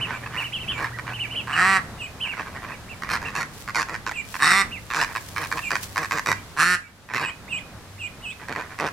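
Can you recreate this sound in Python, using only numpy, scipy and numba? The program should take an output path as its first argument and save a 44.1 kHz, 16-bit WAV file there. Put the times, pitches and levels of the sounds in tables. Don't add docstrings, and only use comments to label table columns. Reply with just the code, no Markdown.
import sys
import numpy as np
from scipy import signal
from scipy.fft import rfft, irfft
from scipy.io import wavfile
from scipy.ndimage import uniform_filter1d
from numba import njit

SR = 44100
rng = np.random.default_rng(int(sys.argv[2]) if len(sys.argv) > 2 else 0)


def log_audio(samples):
    frames = np.atleast_2d(samples).T
    limited = np.clip(frames, -1, 1)
    pcm = np.round(limited * 32767).astype(np.int16)
    wavfile.write(sys.argv[1], SR, pcm)


N = 393372
T = np.arange(N) / SR
TOP_HZ = 15800


def undb(db):
    return 10 ** (np.asarray(db) / 20)


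def curves(rows):
    s, *columns = np.transpose(rows)
    return [np.interp(T, s, column) for column in columns]


def ramp(t, start, length):
    return np.clip((t - start) / length, 0, 1)


def unit(x):
    return x / np.sqrt(np.mean(x ** 2) + 1e-18)


def walk(rate, size):
    step = int(SR / rate)
    levels = np.repeat(rng.standard_normal(size // step + 1), step)
    return 1.335 * uniform_filter1d(levels, step)[:size]


def sine(hz):
    return np.sin(2 * np.pi * np.cumsum(hz) / SR)


def colour(x, points, size=1024):
    hz, db = np.transpose(points)
    grid = np.maximum(np.arange(size // 2 + 1) * SR / size, 1)
    response_db = np.interp(np.log(grid), np.log(hz), db)
    cepstrum = irfft(np.log(undb(response_db)))
    cepstrum[1:size // 2] *= 2
    cepstrum[size // 2 + 1:] = 0
    impulse = irfft(np.exp(rfft(cepstrum)))
    return signal.fftconvolve(x, impulse)[:len(x)]


@njit
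def svf(x, hz, width):
    y, b, l = np.empty(len(x)), 0., 0.
    for i in range(len(x)):
        g, k = np.tan(np.pi * hz[i] / SR), width / hz[i]
        v = (b + g * (x[i] - l)) / (1 + g * (g + k))
        b, l, y[i] = 2 * v - b, l + 2 * g * v, k * v
    return y


def ring(x, hz, width):
    return svf(x, hz * np.ones(len(x)), float(width))


def band(x, low_hz, high_hz, order=2):
    sections = signal.butter(order, [low_hz, high_hz], "band", fs=SR, output="sos")
    return signal.sosfilt(sections, x)


def add(out, start, x):
    i = int(round(start * SR))
    x = x[max(-i, 0):max(N - i, 0)]
    out[max(i, 0):max(i, 0) + len(x)] += x


def air():
    air_levels = [(0.0, -47, -52.5), (4.97, -50, -55), (8.92, -49.5, -52.5)]
    # (frequency [Hz], gain [dB])
    rumble_colour = [(20, -17), (90, -4.5), (190, -7.5), (350, -15.5), (1200, -18), (2100, -24),
                     (3500, -60.5)]
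    hiss_colour = [(700, -5.5), (2400, -4.5), (4000, -6.5), (12300, -15), (16000, -25)]
    lift_db, side_db, shared_hiss = 1, -13, 0.15
    rumble_db, hiss_db = curves(air_levels)
    *low_sides, low_shared = [unit(colour(rng.standard_normal(N), rumble_colour, size=8192)) for _ in range(3)]
    *high_sides, high_shared = [unit(colour(rng.standard_normal(N), hiss_colour)) for _ in range(3)]
    rumble = low_shared + undb(side_db) * np.array(low_sides)
    rumble = rumble * undb(rumble_db + lift_db + 1.5 * walk(7, N))
    hiss = shared_hiss * high_shared + np.array(high_sides)
    return rumble + hiss * undb(hiss_db + lift_db + 0.099 * walk(13, N))


def far_engine():
    # (time [s], firing rate [Hz], level before the background gain [dB])
    engine_course = [(0, 122.6, -47), (1.1, 117.9, -45), (2.1, 115, -57), (8.9, 116.5, -91)]
    # (multiple of the firing rate [ratio], mean level before scaling to rms 1 [dB])
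    partials = [(5 / 8, -14), (1, 0), (9 / 8, -15)]
    hz, db = curves(engine_course)
    turns = np.cumsum(hz * (1 + 0.0047 * walk(5.6, N))) / SR
    engine = 0
    for multiple, part_db in partials:
        engine = engine + undb(part_db + 2 * walk(3.88, N)) * np.sin(2 * np.pi * multiple * turns)
    return unit(engine) * undb(db)


def handling():
    floor_db, swell_db, loudest_s, span_s = -63.5, 7, 4.8, 3.2
    swell = undb(floor_db + swell_db * np.exp(-((T - loudest_s) / span_s) ** 2))
    return swell * np.array([unit(band(rng.standard_normal(N), 31, 66)) for _ in range(2)])


def syrinx(cycles, rough, last):
    jitter, scatter_db = 0.1348, 5
    puff_gain, puff_s = 2.0, 0.0038
    n = np.arange(len(cycles))
    pulses, puffs = np.zeros(len(n)), np.zeros(len(n))
    for k, (late, size) in enumerate(rng.standard_normal((last + 1, 2))):
        r = np.interp(k, cycles, rough)
        at = np.interp(k + jitter * r * late, cycles, n)
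        near = n[max(int(at) - 8, 0):int(at) + 9]
        gain = undb(scatter_db * r * np.clip(size, -2, 2))
        pulses[near] += gain * np.sinc(near - at) * np.sinc((near - at) / 9)
        puffs[int(at)] += gain
    puffs = signal.lfilter([1], [1, -np.exp(-1 / (puff_s * SR))], puffs)
    breath = puff_gain * unit(puffs * rng.standard_normal(len(n)))
    return unit(pulses), breath


@njit
def echo_loop(x, lag, gain):
    y = x.copy()
    for i in range(len(x)):
        at = i - lag[i]
        if at > 0:
            k = int(at)
            y[i] += gain * (y[k] + (at - k) * (y[k + 1] - y[k]))
    return y


def windpipe(x):
    round_trip_s, stretch, reflection, scatter = .0015, 0.04, 0.49, 0.58
    neck = walk(13.75, len(x)) + rng.standard_normal()
    lag = round_trip_s * SR * (1 + stretch * neck)
    pipe = echo_loop(x, lag, -reflection)
    taps = rng.standard_normal(128) * np.linspace(1, 0, 128) ** 2
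    return pipe + scatter * signal.lfilter(taps / np.linalg.norm(taps), 1, pipe)


def cluck(start, end, level_db, dip_db):
    # (frequency [Hz], width [Hz], gain [dB])
    shut_throat = [(1056, 170, 1), (1540, 66, 4), (1765, 131, 2.5), (2433, 132, -3), (2880, 324, -12.5)]
    # (frequency [Hz], gain [dB])
    shut_buzz = [(2000, -79), (3400, -0.5), (4500, 4), (6000, 3.5), (7500, -0.5), (9500, -10.5),
                 (12000, -6.5), (15000, -28)]
    # (time [s], treble re voice at normal loudness [dB], chest re base level [dB], top of the hum [Hz])
    posture = [(0, -22, -14, 950), (2.6, -16.5, -10.5, 905), (3.1, -12.5, -14.5, 696),
               (5.6, -16, -16.5, 750), (7.2, -15.5, -12, 560), (8.6, -16, -4.5, 1260)]
    slack_hz, tight_hz, edge_s = 98, 155, .024
    edge_rough, middle_rough = 0.209, 0.571
    normal_db, brighter_db_per_db = -25.5, 0.64
    hum_bottom, hum_rough = 0.14, 0.5
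    tire_db, whine_db = 1.0, -13

    t = np.arange(start - .002, end + .008, 1 / SR)
    along = ramp(t, start, end - start)
    tension = np.clip(np.minimum(t - start, end - t) / edge_s, 0, 1) ** 3
    cycles = np.cumsum(slack_hz + (tight_hz - slack_hz) * tension) / SR
    cycles -= np.interp(start, t, cycles)
    last = max(int(round(np.interp(end, t, cycles))), 1)
    cycles *= last / np.interp(end, t, cycles)
    rough = edge_rough + (middle_rough - edge_rough) * tension
    pulses, puffs = syrinx(cycles, rough, last)
    source = pulses + rough * puffs

    inset = min(.011, (end - start) / 2)
    edge_db = np.interp(t, [start, start + inset, end - inset, end], [-4.5, -1.5, -2.5, -4.5])
    db = level_db + tire_db * (.5 - along) + edge_db
    pressed_db = dip_db * ramp(np.minimum(along, 1 - along), 0.2, 0.11)

    s, *columns = np.transpose(posture)
    treble_db, chest_db, hum_hz = (np.interp(start, s, column) for column in columns)
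    treble_db += brighter_db_per_db * (level_db - normal_db)
    throat = 0
    for k, (hz, width, gain_db) in enumerate(shut_throat):
        shift = 1 + 0.052 * walk(42.5, len(t))
        throat = throat + (-1) ** k * undb(gain_db) * ring(source, hz * shift, width)
    buzz = unit(colour(windpipe(source), shut_buzz))
    voice = undb(-pressed_db) * (unit(band(throat, 490, 3620)) + undb(treble_db) * buzz)

    swell = np.sin(np.pi * along) ** .5
    steady_pulses, _ = syrinx(cycles, hum_rough * rough, last)
    chest = unit(band(steady_pulses, hum_bottom * hum_hz, hum_hz)) * undb(chest_db)
    whine = sine((2300 - 1200 * swell) * (1 + 0.086 * walk(700, len(t))))
    return t[0], voice * undb(db) + swell * undb(level_db) * (chest + undb(whine_db) * whine)


def muttering():
    # (start [s], end [s], mean base level [dB])
    mutters = [(0, .45, -39), (0.699, .93, -37.5), (2.242, 2.72, -37.5), (3.046, 3.5, -39.5),
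               (5.079, 5.16, -36.5), (7.089, 7.3, -36.5), (8.397, 8.9, -41)]
    syllable_s, pause_s, spread, scatter_db = .055, 0.022, .3, 0.5
    out = np.zeros(N)
    for start, end, db in mutters:
        for length, gap, size in rng.uniform(-1, 1, (12, 3)):
            stop = start + syllable_s * (1 + spread * length)
            if (start + stop) / 2 > end:
                break
            add(out, *cluck(start, stop, db + scatter_db * size, 0))
            start = stop + pause_s * (1 + spread * gap)
    return out


def peep(crest, length, crest_hz, db):
    drawn_out = length > .05
    rise_s = 0.026 * (1 + .25 * rng.uniform(-1, 1))
    drop_s = 0.0191
    t = np.arange(-rise_s, length + drop_s, 1 / SR)
    rising = np.clip(-t / rise_s, 0, 1)
    dropping = ramp(t, length, drop_s)
    if drawn_out:
        fall, low_hz = .037, .868 * crest_hz
        falling = np.clip(t / fall, 0, 1)
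        sag = np.sin(falling * np.pi / 2) ** 1.54
    else:
        fall = length - 0.00414
        low_hz = crest_hz - 16500 * fall
        falling = np.clip(t / fall, 0, 1)
        sag = falling ** 1.4
    rise_depth = 0.41 * (1 + 0.207 * rng.uniform(-1.03, 1))
    hz = crest_hz + (low_hz - crest_hz) * sag
    hz = hz * (1 - rise_depth * rising ** 2) * (1 - .24 * dropping ** 1.4)

    if drawn_out:
        other_hz = low_hz * (1.14 + 0.14 * np.clip((t - fall - .006) / .03, -1.5, 1.5) ** 2)
        shape_db = -7 * rising - 12 * (1 - falling) ** 3 - 20 * dropping
        other_db, overtone_db = -8 - 10 * (1 - falling), -17
    else:
        bend = 0.23 * rng.choice([-1, 1])
        other_hz = hz * (1 + bend * (0.142 + rising + falling ** 2))
        shape_db = -20 * rising ** 2.7 - 4 * falling ** 3 - 20 * dropping
        other_db, overtone_db = -10, -27
    one, other = (sine(pitch * (1 + 0.011 * walk(300, len(t)))) for pitch in (hz, other_hz))
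    tone = one + undb(other_db) * other
    tone += undb(overtone_db) * band(4 * tone ** 3, 5300, 10000) / 2
    fade = np.clip(np.minimum(t - t[0], t[-1] - t) / 0.00069, 0, 1)
    return crest - rise_s, np.sqrt(2) * tone * fade * undb(db + shape_db + 0.77 * walk(106.0, len(t)))


def ducklings():
    # (time of the crest [s], length from the crest to the closing drop [s], crest pitch [Hz], base level [dB])
    peeps = [(0.026, 0.031, 3080, -27.5), (.112, 0.062, 2680, -41), (.345, 0.021, 2980, -48),
             (.39, 0.04, 2920, -28), (.45, 0.026, 3010, -33), (0.544, 0.032, 3140, -28),
             (.614, 0.031, 3110, -35.5), (0.7, 0.025, 3143, -26), (.722, 0.067, 2640, -38),
             (1.081, 0.035, 2910, -46), (1.15, 0.032, 3060, -35.5), (1.209, 0.048, 3050, -28.5),
             (1.327, .022, 3050, -34.5), (1.372, 0.033, 3100, -28), (1.537, .029, 2980, -30),
             (1.996, 0.061, 2900, -32.5), (2.224, 0.049, 3086, -28), (2.294, 0.045, 2860, -31.5),
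             (2.729, 0.023, 2600, -41), (2.908, .03, 2750, -39.5), (3.265, 0.018, 2814, -32.5),
             (4.148, 0.057, 2747, -30), (4.732, 0.048, 2824, -34.5), (5.627, 0.055, 2740, -29.5),
             (6.325, .08, 2710, -47), (6.811, 0.064, 2630, -51.5), (7.234, 0.062, 2887, -29.5),
             (7.507, 0.07, 2868, -27), (8, 0.067, 2825, -32.5), (8.236, 0.078, 2970, -33)]
    out = np.zeros(N)
    for row in peeps:
        add(out, *peep(*row))
    return out


def scuffs():
    # (time of the peak [s], time to either side where it is 17 dB down [s], peak level [dB])
    steps = [(0.422, 0.1, -47), (3.592, 0.093, -43.5), (4.359, 0.13, -40.5), (5.288, .005, -38),
             (5.574, 1, -43.5), (5.835, 0.026, -35)]
    out = np.zeros((2, N))
    swell = sum(undb(db) * np.exp(-2 * ((T - s) / length) ** 2) for s, length, db in steps)
    for side in out:
        sparse = rng.random(N) < .1
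        grain_db = 4.0 * np.minimum(rng.exponential(size=N), 5)
        grains = rng.standard_normal(N) * sparse * undb(grain_db)
        side += swell * unit(band(grains, 1300, 10800, order=1))
    return out


def whine_arch(crest, crest_hz, db):
    half_s, arch, waver = 0.05, 0.92, 0.032
    u = np.arange(-half_s, half_s, 1 / SR) / half_s
    hz = crest_hz * (1 - arch * u ** 2) * (1 + waver * walk(500, len(u)))
    return crest - half_s, undb(db) * sine(hz) * (1 - u ** 4)


def quack(start, clear, end, attack_s, top_hz, level_db, rasp, treble_db,
          rasp_f1_hz, clear_f1_hz, f2_hz, gullet_db):
    # (frequency [Hz], gain [dB])
    open_buzz = [(2000, -85), (3400, 1.5), (4000, 2), (5200, 1.5), (6600, -1), (7900, 3.5), (9800, -7.5),
                 (11200, -7), (15000, -26)]
    climb_per_s, arch, arch_crest = 2.0, .16, .47
    clearing_s, clear_rough, clear_db = 0.032, 0.067, -1
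    onset_db, release_s, release_db, release_sag = -14.5, 0.029, -19, 0.0458
    shut_f1_hz, f2_follow = 1050, 0.33
    brighter_db_per_db = 0.55
    chest_db, fade_s = -18, 0.0052

    t = np.arange(start - .002, end + 2 * fade_s, 1 / SR)
    cleared = ramp(t, clear - clearing_s, clearing_s)
    release = ramp(t, end - release_s, release_s)
    climb = climb_per_s * np.maximum(clear - t, 0)
    bow = arch * (ramp(t, clear, end - clear) - arch_crest) ** 2
    effort = 1 - climb - bow - release_sag * release
    rough = clear_rough + (rasp - clear_rough) * (1 - cleared + release)
    attack = ramp(t, start, attack_s) ** 0.91
    db = level_db + onset_db * (1 - attack) + clear_db * cleared + release_db * release

    cycles = np.cumsum(top_hz * effort) / SR - .15
    pulses, puffs = syrinx(cycles, np.clip(rough, 0, 1), int(cycles[-1]))
    source = pulses + rough * puffs
    f1 = np.interp(t, [start, clear - clearing_s, clear], [shut_f1_hz, rasp_f1_hz, clear_f1_hz])
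    f2 = f2_hz * effort ** f2_follow
    throat = ring(source, f1, 210) - undb(2.0) * ring(source, f2, 190)
    throat += undb(-13) * ring(source, 2700, 600)
    throat -= undb(gullet_db) * ring(source, 720, 47)

    treble_db = treble_db + brighter_db_per_db * (db - level_db)
    buzz = unit(colour(windpipe(source + 0.04 * puffs), open_buzz))
    voice = unit(band(throat, 460, 4350)) + undb(treble_db) * buzz
    voice += undb(chest_db) * unit(band(pulses, 118, 317))
    return t[0], voice * undb(db) * np.clip((t[-1] - t) / (2 * fade_s), 0, 1)


def mother():
    # (first pulse [s], last pulse [s], base level [dB], dip in the pressed middle, negative for a rise [dB])
    clucks = [(0.073, .16, -30.5, 1), (0.26, 0.272, -33, -13.5), (0.345, 0.421, -29, 6.5),
              (0.78, 0.869, -24.5, 4), (.987, 0.995, -27, 1), (1.068, 1.134, -29.5, 7),
              (2.369, 2.429, -30, 1.5), (2.64, 2.697, -34.5, 23), (3.022, 3.046, -28.5, 0.5),
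              (3.091, 3.172, -23.5, 0.5), (3.217, 3.304, -28, 10.5), (3.353, 3.429, -23, 5.5),
              (3.677, 3.704, -28.5, 0), (3.747, 3.828, -20, 4), (3.886, 3.961, -25.5, 14),
              (4.065, 4.093, -23.5, 3.5), (4.113, 4.119, -26, 7), (4.342, 4.364, -27.5, -0.5),
              (4.903, 4.928, -26.5, -0.5), (4.936, 5.046, -19, 4), (5.152, 5.178, -26, -4),
              (5.362, 5.458, -23, 10.5), (5.515, 5.591, -22, 17), (5.706, 5.765, -19, 11),
              (5.96, 6.056, -21, 10.5), (6.11, 6.194, -19, 11.5), (6.261, 6.327, -16.5, 8.5),
              (7.137, 7.18, -22.5, 1.5), (7.186, 7.259, -24, 4.5), (8.485, 8.535, -27, 17),
              (8.551, 8.621, -28, 9), (8.789, 8.886, -22, 20)]
    # (time of the crest [s], crest pitch [Hz], peak level [dB])
    whines = [(0.949, 1954, -38), (1.084, 1850, -41), (3.912, 2030, -41)]
    # (start [s], rasp clears [s], end [s], attack [s], top pitch [Hz], base level [dB],
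    #  rasp roughness [0-1], treble re voice at base level [dB], first formant in the rasp [Hz],
    #  first formant in the clear tone [Hz], second formant at top pitch [Hz], gullet resonance [dB])
    quacks = [(1.473, 1.635, 1.8, 0.17, 193, -16.5, 0.37, -16, 1370, 1170, 1880, -8.5),
              (4.395, 4.546, 4.645, 0.036, 197.4, -17.5, 0.39, -9, 1340, 1160, 2020, -12),
              (6.567, 6.656, 6.778, 0.031, 180.7, -18, 0.33, -11.5, 1270, 1370, 1780, -29)]
    out = np.zeros(N)
    for call, rows in ((cluck, clucks), (whine_arch, whines), (quack, quacks)):
        for row in rows:
            add(out, *call(*row))
    return out


def low_drone():
    # (time [s], level before the background gain [dB])
    drone_level = [(4.4, -93), (5.3, -54.5)]
    drone = sine(96.6 * (1 + 0.011 * walk(15.0, N))) * undb(4.2 * walk(10, N))
    return unit(drone) * undb(curves(drone_level)[0])


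def yard(x, near_db, near_t60, far_db):
    # (frequency [Hz], difference [dB])
    balance = [(200, -1.5), (700, -1.5), (1300, -1), (2400, -6), (4400, 1.5), (8000, -1)]
    # (level [dB], time to decay by 60 dB [s], lower edge [Hz], upper edge [Hz])
    echoes = ((-11, .014, 2800, TOP_HZ), (near_db, near_t60, 900, TOP_HZ), (far_db, .45, 250, 3200))
    t = np.arange(SR // 2) / SR
    out = []
    for sign in (1, -1):
        echo = 0
        for db, t60, low_hz, high_hz in echoes:
            tail = band(rng.standard_normal(len(t)) * undb(-60 * t / t60), low_hz, high_hz, order=1)
            echo = echo + undb(db) * tail / np.linalg.norm(tail)
        direct = colour(x, [(hz, sign * db / 2) for hz, db in balance])
        out.append(direct + signal.fftconvolve(direct, echo)[:N])
    return np.array(out)


def scene():
    # (time [s], background gain [dB])
    background_gain = [(6.6, 5.5), (6.85, -4), (7.35, 3)]
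    background = air() + far_engine() + handling() + low_drone()
    birds = yard(mother() + muttering(), near_db=-9.5, near_t60=0.24, far_db=-24.5)
    birds = birds + yard(ducklings(), near_db=-7, near_t60=0.18, far_db=-22)
    return birds + scuffs() + background * undb(curves(background_gain)[0])


def record(dry):
    return signal.sosfilt(signal.ellip(8, .2, 70, TOP_HZ, fs=SR, output="sos"), dry)


dry = scene()
out = record(dry)
log_audio(out)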